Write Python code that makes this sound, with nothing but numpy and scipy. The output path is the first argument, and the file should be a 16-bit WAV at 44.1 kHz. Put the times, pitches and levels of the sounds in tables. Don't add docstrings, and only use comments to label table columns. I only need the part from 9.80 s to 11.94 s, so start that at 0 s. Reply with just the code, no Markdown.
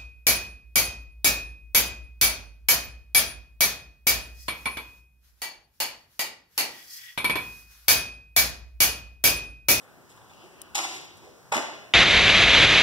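import sys
import numpy as np
from scipy import signal
from scipy.fft import rfft, irfft
from scipy.io import wavfile
from scipy.ndimage import uniform_filter1d

SR = 44100
rng = np.random.default_rng(int(sys.argv[2]) if len(sys.argv) > 2 else 0)


def master_out(mix):
    frames = np.transpose(np.atleast_2d(mix))
    ceiling = np.clip(frames, -1, 1)
    pcm = np.round(ceiling * 32767).astype(np.int16)
    wavfile.write(sys.argv[1], SR, pcm)


def amplitude_ratio(level_db):
    exponent = np.asarray(level_db, float) / 20
    return 10 ** exponent


N = 94241


def shape(x, table):
    hz, db = np.array(table, float).T
    bin_hz = np.arange(513) * SR / 1024
    log_gain = np.interp(np.log(bin_hz + 1), np.log(hz), db) * np.log(10) / 20
    cepstrum = irfft(log_gain)
    cepstrum[1:512] *= 2
    cepstrum[513:] = 0
    response = irfft(np.exp(rfft(cepstrum)))
    return signal.fftconvolve(x, response)[:len(x)]


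def band(x, hz, width_hz):
    return signal.lfilter(*signal.iirpeak(hz, hz / width_hz, fs=SR), x)


def narrow_band(x, hz, width_hz):
    return band(band(x, hz, width_hz), hz, width_hz)


def unit(x):
    return x / np.sqrt(np.mean(x ** 2))


def walk(rate_hz):
    hold = int(SR / rate_hz)
    steps = np.repeat(rng.standard_normal(N // hold + 1), hold)
    return 1.3 * uniform_filter1d(uniform_filter1d(steps, hold), hold)[:N]


def envelope(t, start_s, rise_s, length_s, fall_s):
    rise = np.clip((t - start_s) / rise_s, 0, 1)
    return rise * np.exp(-np.clip(t - start_s - length_s, 0, 1) / fall_s)


def ports(alike, apart):
    apart_hz, floor_db = 970, -18.5
    high = signal.lfilter(*signal.butter(1, apart_hz, "high", fs=SR), apart)
    differ = high + amplitude_ratio(floor_db) * apart
    return np.array([alike + differ, alike - differ]) / np.sqrt(2)


def grains(scatter_db):
    return rng.choice([-1, 1], N) * amplitude_ratio(scatter_db * rng.exponential(size=N))


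def feet(t):
    # start_s, grit_db, knock_db, slide_s
    contacts = [(0.947, -31.5, -38, 0.0065), (0.952, -23.5, -47, 0.0047), (0.956, -33.5, -41.5, 0.026),
                (.979, -29.5, -32.5, 0.003), (0.988, -37, -26, 0.0038), (0.998, -39.5, -44.5, 0.035),
                (1.035, -35, -36, 0.018), (1.063, -45, -57, 0.12), (1.7178, -43, -30, 0.00096),
                (1.7213, -28.5, -24, 0.0053), (1.735, -35.5, -28, 0.008), (1.744, -31.5, -29.5, .013),
                (1.764, -29, -32, 0.0049), (1.776, -41, -29, 0.0081), (1.791, -59, -49.5, 0.02),
                (1.819, -42, -48, 0.0029)]
    # start_s, grit_db, knock_db, slide_s
    shuffles = [
        (.01, -89, -64.5, 0.087),
        (0.292, -59, -70, 0.034),
        (0.373, -62, -54, 0.004),
        (0.412, -79, -56.5, 0.0057),
        (0.495, -63, -56, 0.02),
        (.534, -55, -75, .001),
        (.6, -70, -76.5, 0.064),
        (1.42, -64, -60.5, 0.057),
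    ]
    # pitch_hz, level_db
    grit_colour = [(300, -21), (1200, -18.5), (2500, -7), (4500, -8), (7000, -6.5), (9500, -14),
                   (12500, -20.5), (16000, -27)]
    # pitch_hz, width_hz, level_db
    soles = [
        [(840, 290, 3.5), (972, 470, 2.5), (3450, 200, 0), (2150, 540, 2.5)],
        [(648, 126, -1), (775, 200, 0), (970, 440, 2.5), (1290, 300, -6.5), (1590, 760, -3)],
    ]
    rise_s, fall_s, second_foot_s = 0.00063, 0.0039, 1.6

    grit_drive, knock_drive = np.zeros(N), np.zeros(N)
    for start_s, grit_db, knock_db, slide_s in contacts + shuffles:
        on = envelope(t, start_s, rise_s, slide_s, fall_s)
        grit_drive += amplitude_ratio(grit_db) * on
        knock_drive += amplitude_ratio(knock_db) * on

    grit, knock = grains(3.2), grains(1.5)
    out = shape(grit * grit_drive, grit_colour) / np.std(shape(grit, grit_colour))

    def ring(x, sole):
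        return sum(amplitude_ratio(db) * band(band(x, hz, 1.8 * width_hz), hz, width_hz) for hz, width_hz, db in sole)

    for sole, down in zip(soles, (t < second_foot_s, t >= second_foot_s)):
        out = out + ring(knock * knock_drive * down, sole) / np.std(ring(knock, sole))
    return out


def thuds(t):
    # start_s, level_db, pitch_hz, width_hz, length_s
    bumps = [
        (0.63, -53.5, 332, 89, 0.04),
        (1.77, -31, 659, 161, 0.016),
        (0.959, -51, 332, 94.5, 0.24),
        (1.421, -56, 371, 162, 0.093),
        (1.468, -56.5, 544, 120, 0.032),
        (1.712, -42, 125, 93, 0.064),
        (1.754, -32, 269, 211, 0.042),
        (1.774, -38, 186, 99, 0.018),
    ]
    rise_s = fall_s = 0.0054
    out = np.zeros(N)
    for start_s, db, hz, width_hz, length_s in bumps:
        bump = unit(narrow_band(rng.standard_normal(N), hz, width_hz))
        out += amplitude_ratio(db) * envelope(t, start_s, rise_s, length_s, fall_s) * bump
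    return out


def clicks():
    # start_s, level_db
    snaps = [
        (.8170, -14),
        (.8175, -27),
        (.8200, -20),
        (.8211, -29),
    ]
    click_hz, click_width_hz, ring_width_hz, ring_db = 10400, 9000, 900, 10
    right_db, right_lag = -15, 9
    snap = np.zeros(N)
    for start_s, db in snaps:
        snap[int(start_s * SR)] = amplitude_ratio(db)
    tick = band(snap, click_hz, click_width_hz)
    tick = tick + amplitude_ratio(ring_db) * band(snap, 0.916 * click_hz, ring_width_hz)
    return np.array([tick, amplitude_ratio(right_db) * np.roll(tick, shift=right_lag)])


def rustles(t):
    # start_s, level_db, length_s
    brushes = [
        (.0, -64, 0.044),
        (0.291, -61, .03),
        (0.36, -60, .005),
        (0.484, -65, 0.0068),
        (.635, -66, 0.035),
        (1.14, -51.5, 0.019),
        (1.209, -51.5, .004),
        (1.243, -53, .005),
        (1.367, -55.5, 0.0098),
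    ]
    rise_s, fall_s = 0.0037, 0.009
    on = sum(amplitude_ratio(db) * envelope(t, start_s, rise_s, length_s, fall_s) for start_s, db, length_s in brushes)
    fibres = rng.standard_normal((2, N)) * amplitude_ratio(rng.exponential(size=(2, N)))
    return on * unit(band(fibres, 8400, 6300))


def scrape(t):
    # time_s, level_db
    drag = [
        (.45, -76),
        (.52, -70),
        (.62, -61),
        (.7, -77),
        (.8, -63.5),
        (.93, -74),
        (1.1, -72),
    ]
    # pitch_hz, width_hz, level_db
    resonances = [(2790, 560, 0.5), (3210, 530, -6), (4540, 1200, -4), (1270, 370, -2.5)]
    hiss = np.zeros(N)
    for hz, width_hz, db in resonances:
        waver_db = 0.95 * walk(19.4)
        hiss += amplitude_ratio(db + waver_db) * unit(narrow_band(rng.standard_normal(N), hz, width_hz))
    time_s, level_db = np.array(drag).T
    return hiss * amplitude_ratio(np.interp(t, time_s, level_db, left=-120, right=-120))


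def hall(x):
    # pitch_hz, decay_s
    decay = [(150, 0.13), (400, 1), (1000, 0.67), (3000, 0.86), (6000, 0.65), (10000, 0.43), (15000, 0.36)]
    hall_db, build_s, early_scatter_db, early_s = -2.5, 0.002, 2, 0.027
    t = np.arange(SR) / SR
    hz, decay_s = np.array(decay).T
    lumps = amplitude_ratio(early_scatter_db * walk(181.6)[:SR] * np.exp(-t / early_s))
    cell_hz, cell_s, cells = signal.stft(rng.standard_normal((2, SR)), SR, nperseg=512)
    cell_decay_s = np.interp(np.log(cell_hz + 1), np.log(hz), decay_s)[:, None]
    fade = amplitude_ratio(-60 * cell_s / cell_decay_s)
    tails = signal.istft(cells * fade, SR, nperseg=512)[1][:, :SR]
    tails = tails * lumps * (1 - np.exp(-t / build_s))
    alike, apart = [signal.fftconvolve(x, tail / np.sqrt(np.sum(tail ** 2)))[:N] for tail in tails]
    return amplitude_ratio(hall_db) * ports(alike, apart)


def air():
    # pitch_hz, level_db
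    air_colour = [(40, 5), (120, 9.5), (320, -0.5), (800, -5.5), (1500, -10), (3000, -25), (7000, -20.5),
                  (15000, -39.5)]
    air_db, swell_db, flicker_db = -52, 0.8, 2.5
    colour_hz, colour_db = np.array(air_colour, float).T
    out, swell = 0, walk(6.34)
    for hz in 45 * 2 ** np.arange(0, 8.6, 0.5):
        db = np.interp(np.log(hz), np.log(colour_hz), colour_db) + swell_db * swell + flicker_db * walk(8.86)
        out = out + amplitude_ratio(db) * narrow_band(rng.standard_normal((2, N)), hz, hz / 2)
    return amplitude_ratio(air_db) * unit(ports(*out))


def scene():
    t = np.arange(N) / SR
    dry = feet(t) + thuds(t) + scrape(t)
    direct = np.array([dry, amplitude_ratio(-1.5) * np.roll(dry, shift=-11)])
    return direct + hall(dry) + clicks() + rustles(t) + air()


def roll_off(x):
    return signal.sosfilt(signal.butter(12, 16830, fs=SR, output="sos"), x)


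def record(dry):
    port_lag, cross_db, cross_top_hz = 20, -1.5, 7220
    right_db, right_top_hz = -1.5, 12500
    hiss_db, hiss_hz, low_cut_hz = -64.5, 3000, 50
    right = amplitude_ratio(right_db) * signal.lfilter(*signal.butter(1, right_top_hz, fs=SR), dry[1])
    pair = np.array([dry[0], right])
    b, a = signal.butter(3, cross_top_hz, fs=SR)
    low = signal.filtfilt(b, a, pair)
    x = pair - amplitude_ratio(cross_db) * np.roll(low[::-1], shift=port_lag, axis=1)
    hiss = signal.lfilter(*signal.butter(1, hiss_hz, "high", fs=SR), rng.standard_normal(x.shape))
    x = x + amplitude_ratio(hiss_db) * hiss
    x = signal.lfilter(*signal.butter(2, low_cut_hz, "high", fs=SR), x)
    x = signal.sosfilt(signal.ellip(6, 0.3, 24, 15700, fs=SR, output="sos"), x)
    return roll_off(x)


dry = scene()
out = record(dry)
master_out(out)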